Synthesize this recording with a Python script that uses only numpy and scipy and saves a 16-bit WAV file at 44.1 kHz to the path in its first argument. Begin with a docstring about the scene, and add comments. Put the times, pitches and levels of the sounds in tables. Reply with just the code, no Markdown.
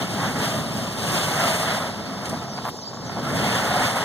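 """Gas jets from a ground fissure

A low rumble, a hollow rush and a hiss, all banded turbulence noise, surge, ease and swell again.
In the lull the vent sputters in noise bursts and decaying pops; a small bird twitters in gliding tones
over a faint, steady outdoor hiss.
Two close microphone ports hear it; the recorder widens the image by inverted, delayed crossfeed."""
import sys
import numpy as np
from scipy import signal
from scipy.fft import rfft, irfft, next_fast_len
from scipy.io import wavfile
from scipy.ndimage import uniform_filter1d

SR = 44100
rng = np.random.default_rng(int(sys.argv[2]) if len(sys.argv) > 2 else 0)


def store_wav(level_fs):
    """Save 16-bit WAV to argv[1]."""
    pcm = np.round(np.clip(np.atleast_2d(level_fs), -1, 1) * 32767)
    wavfile.write(sys.argv[1], SR, pcm.T.astype(np.int16))


N = 178428   # samples

# Course of the jet, before colour and flicker:
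# columns: t/s, rush level/dB, rumble level/dB, hiss level/dB, low-treble level/dB
JET_LEVELS = [(0.0, -29.5, -23.5, -46, -37), (0.06, -29.5, -33, -48, -40.5), (0.14, -30, -30, -45.5, -38),
              (0.23, -24.5, -29, -44.5, -36.5), (0.3, -27.5, -29.5, -45.5, -36.5),
              (0.37, -26.5, -28, -45, -39), (0.43, -24.5, -27.5, -41, -32), (0.5, -27, -33, -41, -37.5),
              (0.56, -29.5, -27, -43, -38), (0.66, -31.5, -33.5, -47.5, -41), (0.76, -31, -30.5, -46, -39),
              (0.9, -32, -34.5, -47, -39.5), (1.0, -30.5, -31, -43, -37.5),
              (1.16, -23.5, -28.5, -36, -30.5), (1.27, -27, -32, -40.5, -34.5),
              (1.4, -21.5, -30, -37.5, -32.5), (1.5, -22.5, -31, -37, -31), (1.6, -26, -34, -39, -35),
              (1.71, -23, -32.5, -42, -31), (1.79, -26, -34, -44, -38), (1.95, -34, -34.5, -55, -44),
              (2.2, -34, -35, -55, -46), (2.3, -31.5, -32.5, -48, -43.5), (2.47, -36, -37, -60, -48.5),
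              (2.6, -38, -37.5, -57.5, -48.5), (2.69, -42, -35, -57, -42.5), (2.73, -44, -43, -60, -55),
              (2.87, -44, -42, -67, -52), (3.02, -39, -33.5, -63, -52.5), (3.14, -34, -34.5, -57.5, -46),
              (3.22, -32, -29.5, -52.5, -44), (3.29, -28.5, -28.5, -47.5, -38),
              (3.34, -25.5, -26, -43, -38), (3.4, -25.5, -28, -43, -34.5), (3.5, -23, -27.5, -40.5, -32),
              (3.62, -23, -30.5, -41, -34), (3.75, -22.5, -29.5, -41, -33), (3.84, -21.5, -29, -39, -30.5),
              (3.97, -24.5, -35.5, -43.5, -37), (4.05, -26.5, -29.5, -45.5, -36)]


def from_db(db):
    """Level to amplitude: 20 dB is a factor of ten."""
    return 10 ** (np.asarray(db) / 20)


def rms_one(x):
    """Normalization of the mean power to 1."""
    return x / np.sqrt(np.mean(x ** 2) + 1e-20)


def in_time(rows):
    """Linear interpolation of the columns after t/s, one value a sample."""
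    s, *columns = np.transpose(rows)
    return [np.interp(np.arange(N) / SR, s, column) for column in columns]


def at_hz(points, hz, column=1):
    """Linear interpolation of a table column on a log-frequency axis."""
    points = np.array(points)
    return np.interp(np.log(hz), np.log(points[:, 0]), points[:, column])


def drift(rate_hz):
    """Slow random fluctuation of rms 1: noise through two equal one-pole low-passes."""
    step = 20   # samples between coarse noise values
    r = np.exp(-2 * np.pi * rate_hz * step / SR)
    noise = rng.standard_normal(N // step + 2002)
    slow = rms_one(signal.lfilter([1], [1, -2 * r, r * r], noise)[2000:])   # start-up cut away
    return np.interp(np.arange(N) / step, np.arange(len(slow)), slow)


def band(x, low_hz, high_hz):
    """Butterworth band-pass: maximally flat between its edges."""
    sos = signal.butter(2, [low_hz, min(high_hz, .45 * SR)], "band", fs=SR, output="sos")
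    return signal.sosfilt(sos, x)


def lagged(hz, lag_s):
    """Frequency response of a delay: phase falls linearly with frequency."""
    return np.exp(-2j * np.pi * hz * lag_s)


def port_noise():
    """Partial coherence: white noise common to both ports but lagged, plus a scattered part for each."""
    # What the ports hear alike and how they differ:
    # columns: f/Hz, common power share (0-1), right-port lag/s, left-over-right level/dB
    coherence = [(40, 0.995, 1e-6, -2), (75, 0.99, 1e-6, 0.5), (132, 1, 1e-6, 0.45), (242, 0.98, 1e-6, 0),
                 (714, 0.88, 5e-6, -3), (1090, 0.56, 0.00007, -5), (1500, 0.29, 0.00014, 2),
                 (2260, 0.69, 0.000062, -2.5), (2490, 0.96, 0.00029, 6), (3140, 0, 0.000037, 12.5),
                 (3900, 0.81, 0.00009, 5), (8500, 0.11, 0.000057, 3), (12700, 0.33, 0.00016, -3.5)]
    size = next_fast_len(N)
    hz = np.maximum(np.arange(size // 2 + 1) * SR / size, 1)
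    common, left, right = rfft(rng.standard_normal((3, size)))
    share, lag_s, balance_db = (at_hz(coherence, hz, column=c) for c in range(1, 4))
    share = np.clip(share, 0, 1)
    direct = np.sqrt(share) * common * np.array([np.ones(len(hz)), lagged(hz, lag_s)])
    both = direct + np.sqrt(1 - share) * np.array([left, right])
    both *= from_db([balance_db / 2, -balance_db / 2])
    return irfft(both, size)[:, :N]


def jet_and_outdoors():
    """Turbulence noise in third-octave bands; the steady outdoor hiss adds to the jet in power."""
    # Spectral colour added to the jet's course; columns: f/Hz, level/dB
    jet_colour = [(30, -8), (60, 16.5), (125, 28.5), (220, 26), (310, 14), (480, 9.5), (680, 10.5),
                  (1000, 5), (1350, 5.5), (2100, 3.5), (2800, 7.5), (3500, 10.5), (4400, 7), (6000, 11.5),
                  (9300, 11), (10500, 6), (15000, -1.5)]
    # Steady hiss of leaves, insects and far vents, as gain on the white noise; columns: f/Hz, level/dB
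    outdoors = [(100, -26), (1000, -34), (2500, -86), (4500, -30), (7000, -47.5), (9000, -68), (15000, -59)]
    # where each level rules; between these pitches one hands over to the next
    rumble_top_hz, rush_hz, low_treble_hz, hiss_foot_hz = 272, (670, 1986), (2720, 4530), 6000
    strong_jet_tilt = .2   # dB per octave that the rush brightens for each dB it gains

    rush_db, rumble_db, hiss_db, treble_db = uniform_filter1d(in_time(JET_LEVELS), size=1500)   # smoothed
    white = [port_noise(), port_noise()]   # neighbouring bands get unrelated noise
    # eddies flicker all bands together, regions of four bands in part, and each band alone
    eddies_db = 0.7 * drift(16) + 0.6 * drift(60)
    region_db = [0.6 * drift(12) for _ in range(8)]
    edges, out = 22 * 2 ** (np.arange(30) / 3), 0   # Hz
    for k, (low, high) in enumerate(zip(edges, edges[1:])):
        hz = np.sqrt(low * high)
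        deep = at_hz([(rumble_top_hz, 1), (rush_hz[0], 0)], hz)
        bright = at_hz([(rush_hz[1], 0), (low_treble_hz[0], 1)], hz)
        top = at_hz([(low_treble_hz[1], 0), (hiss_foot_hz, 1)], hz)
        middle = 1 - deep - bright
        level_db = deep * rumble_db + middle * rush_db + (bright - top) * treble_db + top * hiss_db
        level_db += middle * strong_jet_tilt * (rush_db - rush_db.mean()) * np.log2(hz / 900)
        flicker_db = (1 - .6 * deep) * eddies_db + region_db[k // 4] + 0.8 * drift(20)
        jet = from_db(level_db + at_hz(jet_colour, hz) + flicker_db)
        gain = np.hypot(jet, from_db(at_hz(outdoors, hz)))
        out = out + gain * band(white[k % 2], low, high)
    return out


def throat():
    """Resonance: the rush rings the vent throat in two narrow noise bands that glide together."""
    # Hollow tones; columns: t/s, lower pitch f/Hz, level over the rush/dB (before the port levels)
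    tones = [(0.0, 685, -9), (0.3, 721, -27), (0.55, 640, -6.5), (0.9, 639.4, -11), (1.15, 677.5, -15),
             (1.3, 599, -9.5), (1.4, 727, -9), (1.5, 630, -10), (1.75, 676, -11), (2.0, 678, -9),
             (2.8, 684.6, -8.5), (3.3, 697.3, -12), (3.7, 759.6, -12), (4.05, 756, -16)]
    # Level added at the left and right port/dB
    port_db = [
        [-8.5],
        [-6.5],
    ]
    width_hz, overtone, overtone_db = 77, 1.9, -2.5   # the overtone is a multiple of the lower pitch

    hz, over_db = in_time(tones)
    turns, out = np.cumsum(uniform_filter1d(hz, size=1500)) / SR, 0
    narrow = signal.butter(2, width_hz / 2, fs=SR, output="sos")
    settle = SR // 10   # filter start-up, cut away
    for multiple, level_db in ((1, 0), (overtone, overtone_db)):
        noise = rng.standard_normal((2, N + settle))
        a, b = rms_one(signal.sosfilt(narrow, noise)[:, settle:])
        phase = 2 * np.pi * multiple * turns
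        tone = a * np.cos(phase) + b * np.sin(phase)   # low-pass noise moved up to the pitch
        out = out + from_db(level_db + 3.1 * drift(12.0)) * tone   # comes in patches
    rush_db = uniform_filter1d(in_time(JET_LEVELS)[0], size=1500)
    return from_db(port_db + over_db + rush_db) * out


def puffs():
    """Gated turbulence: each sputter is a gritty burst of noise, quick to open and quick to shut."""
    # Sputters of the vent; columns: t/s, length/s, rms level before gating/dB, low edge f/Hz, high edge f/Hz
    sputters = [(0.415, 0.043, -37, 2500, 11900), (0.761, 0.028, -36, 400, 9000),
                (2.252, 0.015, -35.5, 2000, 7890), (2.278, 0.008, -41, 2800, 4980),
                (2.291, 0.0059, -31, 3000, 10600), (2.322, 0.022, -31.5, 250, 750),
                (2.576, 0.0054, -36.5, 600, 2000), (2.584, 0.014, -38, 200, 2000),
                (2.615, 0.0048, -46, 800, 2000), (2.645, 0.0068, -41, 3500, 9000),
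                (2.653, 0.05, -43.5, 2880, 15000), (2.64, 0.055, -38, 500, 1900),
                (2.645, 0.045, -37.5, 564, 1020), (2.723, 0.03, -40.5, 150, 400),
                (2.785, 0.0071, -43, 597, 1576), (2.815, 0.025, -47, 550, 892),
                (2.87, 0.0054, -41, 500, 1400), (2.929, 0.0095, -41, 610, 1300),
                (2.973, 0.0033, -40, 400, 1260), (3.094, 0.011, -34, 300, 1140),
                (3.159, 0.031, -34.5, 397, 1320)]
    opens_s, shuts_s = .004, 0.0029   # linear rise; time constant of the exponential fall

    out, white, t = np.zeros((2, N)), port_noise(), np.arange(N) / SR
    grit = from_db(3.5 * drift(320))
    for s, length, level_db, low_hz, high_hz in sputters:
        span = slice(int(s * SR) - 500, int((s + length) * SR) + 1500)
        opening = np.clip((t[span] - s) / opens_s, 0, 1)
        opening *= np.exp(-np.maximum(t[span] - s - length, 0) / shuts_s)
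        burst = rms_one(grit[span] * band(white[:, span], low_hz, high_hz))
        out[:, span] += from_db(level_db) * opening * burst
    return out


def pops():
    """Impulse response: a sudden pressure drop rings the vent mouth briefly, each at a pitch of its own."""
    # Sharp pops inside the sputters; columns: t/s, peak level before the band-pass/dB
    onsets = [(2.336, -29), (2.341, -27), (2.574, -26), (2.5875, -22), (2.621, -31), (2.6525, -22),
              (2.6595, -21), (2.6672, -21), (2.678, -26), (2.685, -27), (2.69, -24), (2.972, -26),
              (3.097, -28)]
    centre_hz, t60_s, right_lag_s = 850, .008, 6e-5

    out, t = np.zeros(N), np.arange(SR // 50) / SR
    spread_octaves = rng.uniform(-.3, .3, len(onsets))
    for (s, peak_db), octaves in zip(onsets, spread_octaves):
        ring = from_db(peak_db - 60 * t / t60_s) * np.cos(2 * np.pi * centre_hz * 2 ** octaves * t)
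        start = int(s * SR)
        out[start:start + len(t)] -= ring
    out = band(out, 210, 3000)
    right = np.interp(np.arange(N) - right_lag_s * SR, np.arange(N), out)
    return np.array([out, right])


def bird():
    """Frequency modulation: gliding, trembling whistles; the trees scatter decaying echoes to each port."""
    # Phrases; columns: level before carry and breaks/dB, tremble as a share of pitch, right-port lag/s,
    # pitch path as points of (t/s, f/Hz)
    phrases = [(-51, .01, 295e-6, [(2.045, 4300), (2.065, 4550), (2.095, 4450)]),
               (-52, .01, 295e-6, [(2.37, 3800), (2.415, 3650)]), (-46, .005, 300e-6, [(2.476, 6900),
               (2.488, 6400), (2.5, 5900), (2.524, 5950), (2.545, 4900), (2.57, 4550), (2.597, 4500)]),
               (-56, .015, 295e-6, [(2.6, 3900), (2.64, 3600)]), (-48, .008, 295e-6, [(2.728, 6120),
               (2.742, 7300), (2.772, 7250)]), (-43, .004, 295e-6, [(2.764, 7300), (2.772, 7000),
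               (2.786, 5150), (2.796, 5350), (2.812, 6300), (2.821, 6340), (2.838, 4750), (2.858, 4400),
               (2.879, 5120), (2.898, 4300)]), (-54, .015, 295e-6, [(2.815, 4200), (2.845, 3650)]),
               (-48, .035, 325e-6, [(2.858, 7500), (2.905, 6500)]), (-51, .01, 295e-6, [(2.742, 6100),
               (2.765, 6350)]), (-48, .03, 325e-6, [(2.93, 7050), (2.978, 6700)]),
               (-45, .03, 333e-6, [(3.032, 7700), (3.045, 7200), (3.062, 6500), (3.07, 6000),
               (3.095, 5950)]), (-50, .01, 295e-6, [(3.06, 5900), (3.085, 5470), (3.102, 4600),
               (3.112, 5100), (3.13, 4450), (3.165, 4250)]), (-49, .01, 295e-6, [(3.18, 7800),
               (3.208, 6370)])]
    # How well each pitch of the whistle carries; columns: f/Hz, level/dB
    carry = [(4300, 1), (5100, 2), (5700, -4), (6300, -5), (7300, -8)]
    fade_s, breaks_depth_db = 0.007, 1.8   # fade in and out; rms depth of the breaks
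    trees_db, trees_t60_s = -8, .15   # energy of all echoes against the direct song; their decay

    t, song = np.arange(N) / SR, np.zeros((2, N))
    tremble = drift(150)
    breaks_db = breaks_depth_db * drift(38)   # gusts and leaves break the whistle up
    for level_db, waver, lag_s, path in phrases:
        hz = uniform_filter1d(in_time(path)[0], size=250) * (1 + waver * tremble)
        singing = np.clip(np.minimum(t - path[0][0], path[-1][0] - t) / fade_s, 0, 1)
        level_db = level_db + at_hz(carry, hz) + breaks_db
        turns = np.cumsum(hz) / SR - np.array([[0], [lag_s]]) * hz
        song += singing * from_db(level_db) * np.sqrt(2) * np.sin(2 * np.pi * turns)
    echo_t = t[:SR // 5]
    trees = rng.standard_normal((2, len(echo_t))) * from_db(-60 * echo_t / trees_t60_s)
    trees *= from_db(trees_db) / np.linalg.norm(trees, axis=1, keepdims=True)
    return song + signal.fftconvolve(song, trees, axes=1)[:, :N]


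def scene():
    """Superposition of all sources at the two ports."""
    return jet_and_outdoors() + throat() + puffs() + pops() + bird()


def record(dry):
    """Comb filtering: inverted, delayed crossfeed combs sum and difference at interleaved pitches."""
    cross_delay_s, cutoff_hz = 17 / SR, 15150
    # crossfeed felt by each: bass share, then the shelf falls from f/Hz to f/Hz
    sum_feed, difference_feed = (1.212, 1102, 1610), (1.06, 740, 1260)

    size = next_fast_len(N + 2000)
    hz = np.arange(size // 2 + 1) * SR / size
    feed = []
    for share, from_hz, to_hz in (sum_feed, difference_feed):
        shelf = share * (1 + 1j * hz / to_hz) / (1 + 1j * hz / from_hz)
        feed.append(shelf * lagged(hz, cross_delay_s))
    left, right = rfft(dry, size)
    both = (left + right) / 2 * (1 - feed[0])
    apart = (left - right) / 2 * (1 + feed[1])
    wide = irfft(np.array([both + apart, both - apart]), size)[:, :N]
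    top_cut = signal.ellip(12, .5, 70, cutoff_hz, fs=SR, output="sos")
    return signal.sosfilt(top_cut, wide)


dry = scene()
out = record(dry)
store_wav(out)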